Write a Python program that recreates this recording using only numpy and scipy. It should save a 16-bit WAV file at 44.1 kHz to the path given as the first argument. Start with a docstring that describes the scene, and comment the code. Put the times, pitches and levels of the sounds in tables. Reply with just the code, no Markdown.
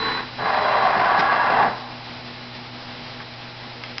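"""A milling machine in a workshop makes a short cross move, then a longer, louder slide of its table.
Balls rattle through the screw nuts and ring the steel; the servo whines with switched motor current.
The sliding covers bump, and the table groans as it brakes. Drives and covers echo in case and shop.
Cooling fans and mains hum run throughout; four small dry clicks follow the moves."""
import sys
import numpy as np
from scipy import signal
from scipy.fft import rfft, irfft
from scipy.io import wavfile

SR = 44100
rng = np.random.default_rng(int(sys.argv[2]) if len(sys.argv) > 2 else 0)


def int16_out(signal):
    """Quantize to a 16-bit WAV file."""
    q = np.round(np.clip(np.atleast_2d(signal).T, -1, 1) * 32767)
    wavfile.write(sys.argv[1], SR, q.astype(np.int16))


N = 176400
T = np.arange(N) / SR

# Cross axis envelope. Each row: time in seconds, level in dB.
CROSS_LEVEL = [(0, -28), (.15, -26.5), (.19, -26.5), (.235, -35), (.28, -67)]
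# Cross axis rolling noise. Each row: frequency in Hz, relative density in dB.
CROSS_SPECTRUM = [(100, -18), (300, -10), (500, -10.5), (620, -18.5), (820, -5.5), (1060, -3), (1230, -8.5),
                  (1700, -5), (2300, -13), (2900, -17.5), (3300, -19.5), (4900, -26), (6000, -44.5)]
# Cross drive tones. Each row: frequency in Hz, relative level in dB.
CROSS_PARTIALS = [(447, -39), (1012, -41), (1098, -37.5), (3795, -50)]
# These tones fade first as the axis brakes. Each row: time in seconds, gain in dB.
CROSS_PARTIAL_FADE = [(0, 3), (.11, -2), (.19, -7), (.25, -31)]
# Servo whine, louder with motor current. Each row: time in seconds, level in dB.
SERVO_LEVEL = [(0, -29.5), (.16, -32), (.22, -42.5), (.32, -49.5), (.44, -40.5), (.82, -39.5), (.98, -48.5),
               (1.2, -45.5), (1.6, -48), (1.9, -51.5), (4, -54.5)]
# Mains and motor lines. Each row: frequency in Hz, level in dB, rms waver in Hz.
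HUM_LINES = [(121.4, -45.5, 0.37), (238.9, -51, 0.63), (155.3, -60, 4), (312.3, -58.5, 2), (363, -56.5, 1),
             (482, -60, 1), (644, -55.5, 2), (815, -52, 5), (890, -58, 3), (5012, -58, 1)]
# Fan hum envelope. Each row: time in seconds, level in dB.
FAN_HUM_LEVEL = [(0, -46), (2.2, -46.5), (3.17, -46), (3.3, -57), (4, -46.5)]
# Cooling air. Each row: frequency in Hz, relative density in dB.
AIR_SPECTRUM = [(20, -1), (45, -4), (100, 2), (150, 3.5), (200, -0.5), (420, -1), (600, 1), (800, 3),
                (1100, -.5), (1600, -0.5), (2300, -0.5), (3200, -2), (4200, -3), (5100, -3.5),
                (5600, -12.5), (6200, -33.5)]
# Slide envelope: speed up, run under changing load, brake. Each row: time in seconds, gain in dB.
SLIDE_GAIN = [(.36, -59), (.39, -28.5), (.46, -22), (.6, -20.5), (.85, -20), (1.18, -20.5), (1.3, -21),
              (1.44, -21.5), (1.53, -18), (1.61, -18), (1.675, -22), (1.73, -31), (1.85, -66)]
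# Slide rolling noise. Each row: frequency in Hz, relative density in dB.
SLIDE_SPECTRUM = [(70, -27.5), (170, -19.5), (310, -19.5), (430, -13), (550, -10), (640, -7.5), (780, 0.5),
                  (930, -9.5), (1100, -2), (1250, -8.5), (1750, -11.5), (2080, -12.5), (2220, -22.5),
                  (2500, -20), (3100, -26), (4000, -27.5), (5100, -27.5), (6000, -53.5)]
# Table and cover resonances, each strongest at one point of travel.
# Each row: frequency in Hz, width in Hz, relative level in dB, time of maximum in seconds.
STEEL_MODES = [(618, 40, 2, .7), (697, 14, -0.5, 1.1), (737, 28, 0, .85), (786, 16, -2, 2.2),
               (894, 13, -0.5, 1.53), (960, 9, 2, 1.3), (1010, 8, 0.5, 0.97), (1049, 10, 1, 0.98),
               (1129.4, 33, 2, 1.2), (1358, 12, -7.5, 1.4), (1521, 16, -9, 1.1), (1654, 35, 1, 1.36),
               (2370, 84, -16, 1), (2732, 14, -16.5, 1.5), (3310, 50, -23.5, .6)]
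# Radiation of the steel. Each row: frequency in Hz, relative gain in dB.
STEEL_RESPONSE = [(250, -22), (600, -6), (3400, 1), (4500, -19)]
# Braking softens the knocks. Each row: time in seconds, low-passed share from 0 to 1.
BRAKE_SHARE = [(1.45, 0), (1.68, 0.35)]
# Long screw's sinking tone. Each row: time in seconds, frequency in Hz, relative level in dB.
SCREW_GLIDE = [(.4, 441, -54), (.68, 409, -41.5), (.95, 373.4, -35), (1.1, 352.6, -45.5), (1.4, 321, -57)]
# Cover bumps. Each row: centre in seconds, half-width in seconds, thud in dB, scrape in dB.
COVER_BUMPS = [(0.428, 0.033, -34.5, -53), (0.84, .02, -41, -34), (0.977, 0.017, -30, -49),
               (1.199, .011, -27, -22), (1.612, 0.087, -33, -58)]
# Cover thud. Each row: frequency in Hz, relative density in dB.
THUD_SPECTRUM = [(60, -21), (130, -4), (200, 4.5), (280, -9), (480, 0), (900, -25), (3000, -55.5)]
# Cover scrape. Each row: frequency in Hz, relative density in dB.
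SCRAPE_SPECTRUM = [(300, -16.5), (1000, 0.5), (1900, 4.5), (2700, -7), (4200, -7), (5300, -9),
                   (6200, -30.5)]
# Braking groan. Each row: centre in seconds, sigma in seconds, frequency in Hz,
# nominal width in Hz, level in dB.
GROAN_SURGES = [(1.616, 0.032, 828, 130, -16.5)]
# Small dry clicks. Each row: start in seconds, peak in dB, register in Hz, relative room level in dB.
CLICK_EVENTS = [(2.136, -29, 3100, -3), (3.202, -23, 1400, 3), (3.8368, -16.5, 2300, -2),
                (3.9818, -11, 3000, -22)]
# Short resonances of the clicks. Each row: frequency in Hz, relative level in dB, T60 in seconds.
CLICK_RESONANCES = [(877, -4.5, .016), (1160, -4.5, 0.013), (1610, -3.5, 0.011), (2140, -1, 0.0092),
                    (2770, -7, 0.011), (3200, -5, 0.009), (5000, -0.5, 0.01)]


def undb(db):
    """Decibels to gain."""
    return 10 ** (np.asarray(db) / 20)


def unit(x):
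    """Scale to rms 1."""
    return x / np.sqrt(np.mean(x ** 2))


def curve(table, column=1):
    """Table column, linearly interpolated in time."""
    rows = np.array(table)
    return np.interp(T, rows[:, 0], rows[:, column])


def noise():
    """White noise."""
    return rng.standard_normal(N)


def lowpass(x, hz):
    """Zero-phase low-pass, 24 dB per octave."""
    return irfft(rfft(x) / (1 + (np.fft.rfftfreq(N, 1 / SR) / hz) ** 4), N)


def drift(rate_hz):
    """Smooth random drift, rms 1."""
    return unit(lowpass(noise(), rate_hz))


def colour(x, spectrum):
    """Filter by (Hz, dB) points; rms 1."""
    hz, db = np.array(spectrum).T
    bins_hz = np.maximum(np.fft.rfftfreq(N, 1 / SR), 1)
    response = undb(np.interp(np.log(bins_hz), np.log(hz), db))
    return unit(irfft(rfft(x) * response, N))


def resonate(x, hz, width_hz):
    """Single resonance, rms 1."""
    return unit(signal.lfilter(*signal.iirpeak(hz, hz / width_hz, fs=SR), x))


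def tone(hz):
    """Sine of fixed or moving pitch, rms 1."""
    cycles = np.cumsum(np.broadcast_to(hz, N)) / SR + rng.random()
    return np.sqrt(2) * np.sin(2 * np.pi * cycles)


def reverb(x, t60_s):
    """Convolve with a diffuse tail of unit energy."""
    tail = noise() * np.exp(-np.log(1000) * T / t60_s)
    return signal.fftconvolve(x, tail / np.linalg.norm(tail))[:N]


def balls(knocks_per_s=4200, range_db=10, chatter_db=1.5):
    """Dense, uneven knocks of balls circulating in a screw nut."""
    knocks = (rng.random(N) < knocks_per_s / SR) * np.sign(noise())
    return knocks * undb(range_db * rng.random(N) + chatter_db * drift(70))


def cross_drive():
    """Short move: rolling balls make a light, bright whirr, with a few unsteady tones."""
    tones = sum(undb(db + 2.7 * drift(25)) * tone(hz * (1 + 0.0086 * drift(40)))
                for hz, db in CROSS_PARTIALS)
    whirr = undb(curve(CROSS_LEVEL)) * colour(balls(), CROSS_SPECTRUM)
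    return whirr + undb(curve(CROSS_PARTIAL_FADE)) * tones


def servo(switching_hz=4000):
    """Thin whine of switched motor current."""
    return undb(curve(SERVO_LEVEL) + 1.1 * drift(17)) * tone(switching_hz + 1.8 * drift(20))


def fans_and_hum(fan_hz=245.9, air_db=-38, flicker_db=1.04):
    """Wavering mains, motor and fan lines over the rush of cooling air."""
    hum = sum(undb(db + 0.27 * drift(2.9)) * tone(hz + waver_hz * drift(11.55))
              for hz, db, waver_hz in HUM_LINES)
    fan = undb(curve(FAN_HUM_LEVEL)) * tone(fan_hz + 2.2 * drift(14))
    air = undb(air_db - flicker_db * drift(12)) * colour(noise(), AIR_SPECTRUM)
    return hum + fan + air


def steel_ring(swell_db=7.5, sigma_s=.14, wander_db=1):
    """Ball knocks ring the steel; each mode swells at its own point of travel."""
    ring = np.zeros(N)
    for hz, width_hz, db, strongest_s in STEEL_MODES:
        swell = np.exp(-.5 * ((T - strongest_s) / sigma_s) ** 2)
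        ring += undb(db + swell_db * swell + wander_db * drift(8)) * resonate(balls(), hz, width_hz)
    return colour(ring, STEEL_RESPONSE)


def slide_drive(steel_mix_db=-3.5, roll_mix_db=-1.5, brake_cutoff_hz=2400):
    """Long move: ringing steel and rolling balls, dulled by braking, plus a sinking screw tone."""
    whirr = undb(steel_mix_db) * steel_ring() + undb(roll_mix_db) * colour(balls(), SLIDE_SPECTRUM)
    braking = curve(BRAKE_SHARE)
    whirr = (1 - braking) * whirr + braking * lowpass(whirr, brake_cutoff_hz)
    screw_gain = undb(curve(SCREW_GLIDE, column=2) + 1.7 * drift(25))
    screw = screw_gain * tone(curve(SCREW_GLIDE) * (1 + 0.011 * drift(40)))
    gain = undb(curve(SLIDE_GAIN))
    return gain * whirr + gain / gain.max() * screw


def covers():
    """Telescopic covers pick each other up with a soft thud and a brief scrape."""
    thud, scrape = colour(noise(), THUD_SPECTRUM), colour(noise(), SCRAPE_SPECTRUM)
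    out = np.zeros(N)
    for centre_s, half_width_s, thud_db, scrape_db in COVER_BUMPS:
        envelope = np.exp(-.5 * np.abs((T - centre_s) / half_width_s) ** 3)
        out += envelope * (undb(thud_db) * thud + undb(scrape_db) * scrape)
    return out


def groan():
    """The table's main resonance surges under braking force."""
    out = np.zeros(N)
    for centre_s, sigma_s, hz, width_hz, db in GROAN_SURGES:
        envelope = np.exp(-.5 * ((T - centre_s) / sigma_s) ** 2)
        broad_ring = resonate(balls(), hz, 2 * width_hz)
        out += undb(db) * envelope * resonate(broad_ring, hz, 2 * width_hz)
    return out


def clicks(focus=.38):
    """Small dry clicks, each in its own register, some with more room."""
    out = np.zeros(N)
    for start_s, peak_db, register_hz, room_db in CLICK_EVENTS:
        age_s = np.maximum(T - start_s, 0)
        rolloff_db = focus * peak_db  # softer click, narrower band
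        click = np.zeros(N)
        for k, (hz, db, t60_s) in enumerate(CLICK_RESONANCES):
            gain = (-1) ** k * undb(db + rolloff_db * np.log2(hz / register_hz) ** 2)
            click += gain * np.exp(-np.log(1000) * age_s / t60_s) * np.sin(2 * np.pi * hz * age_s)
        click = undb(peak_db) * click / (np.abs(click).max() + 1e-18)
        out += click + undb(room_db) * reverb(click, t60_s=0.21)
    return out


def scene(case_db=-11, shop_db=-15):
    """Drives and covers reverberate in steel case and workshop; whine, hum and clicks add on top."""
    motion = cross_drive() + slide_drive() + groan() + covers()
    case = undb(case_db) * reverb(motion, t60_s=0.41)
    shop = undb(shop_db) * lowpass(reverb(motion, t60_s=1.9), hz=2200)
    return (motion + case + shop + servo() + fans_and_hum() + clicks())[None]


def record(dry, cutoff_hz=6100):
    """Small microphone with no top octaves: steep low-pass."""
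    return signal.sosfilt(signal.ellip(10, .2, 75, cutoff_hz, fs=SR, output="sos"), dry)


dry = scene()
out = record(dry)
int16_out(out)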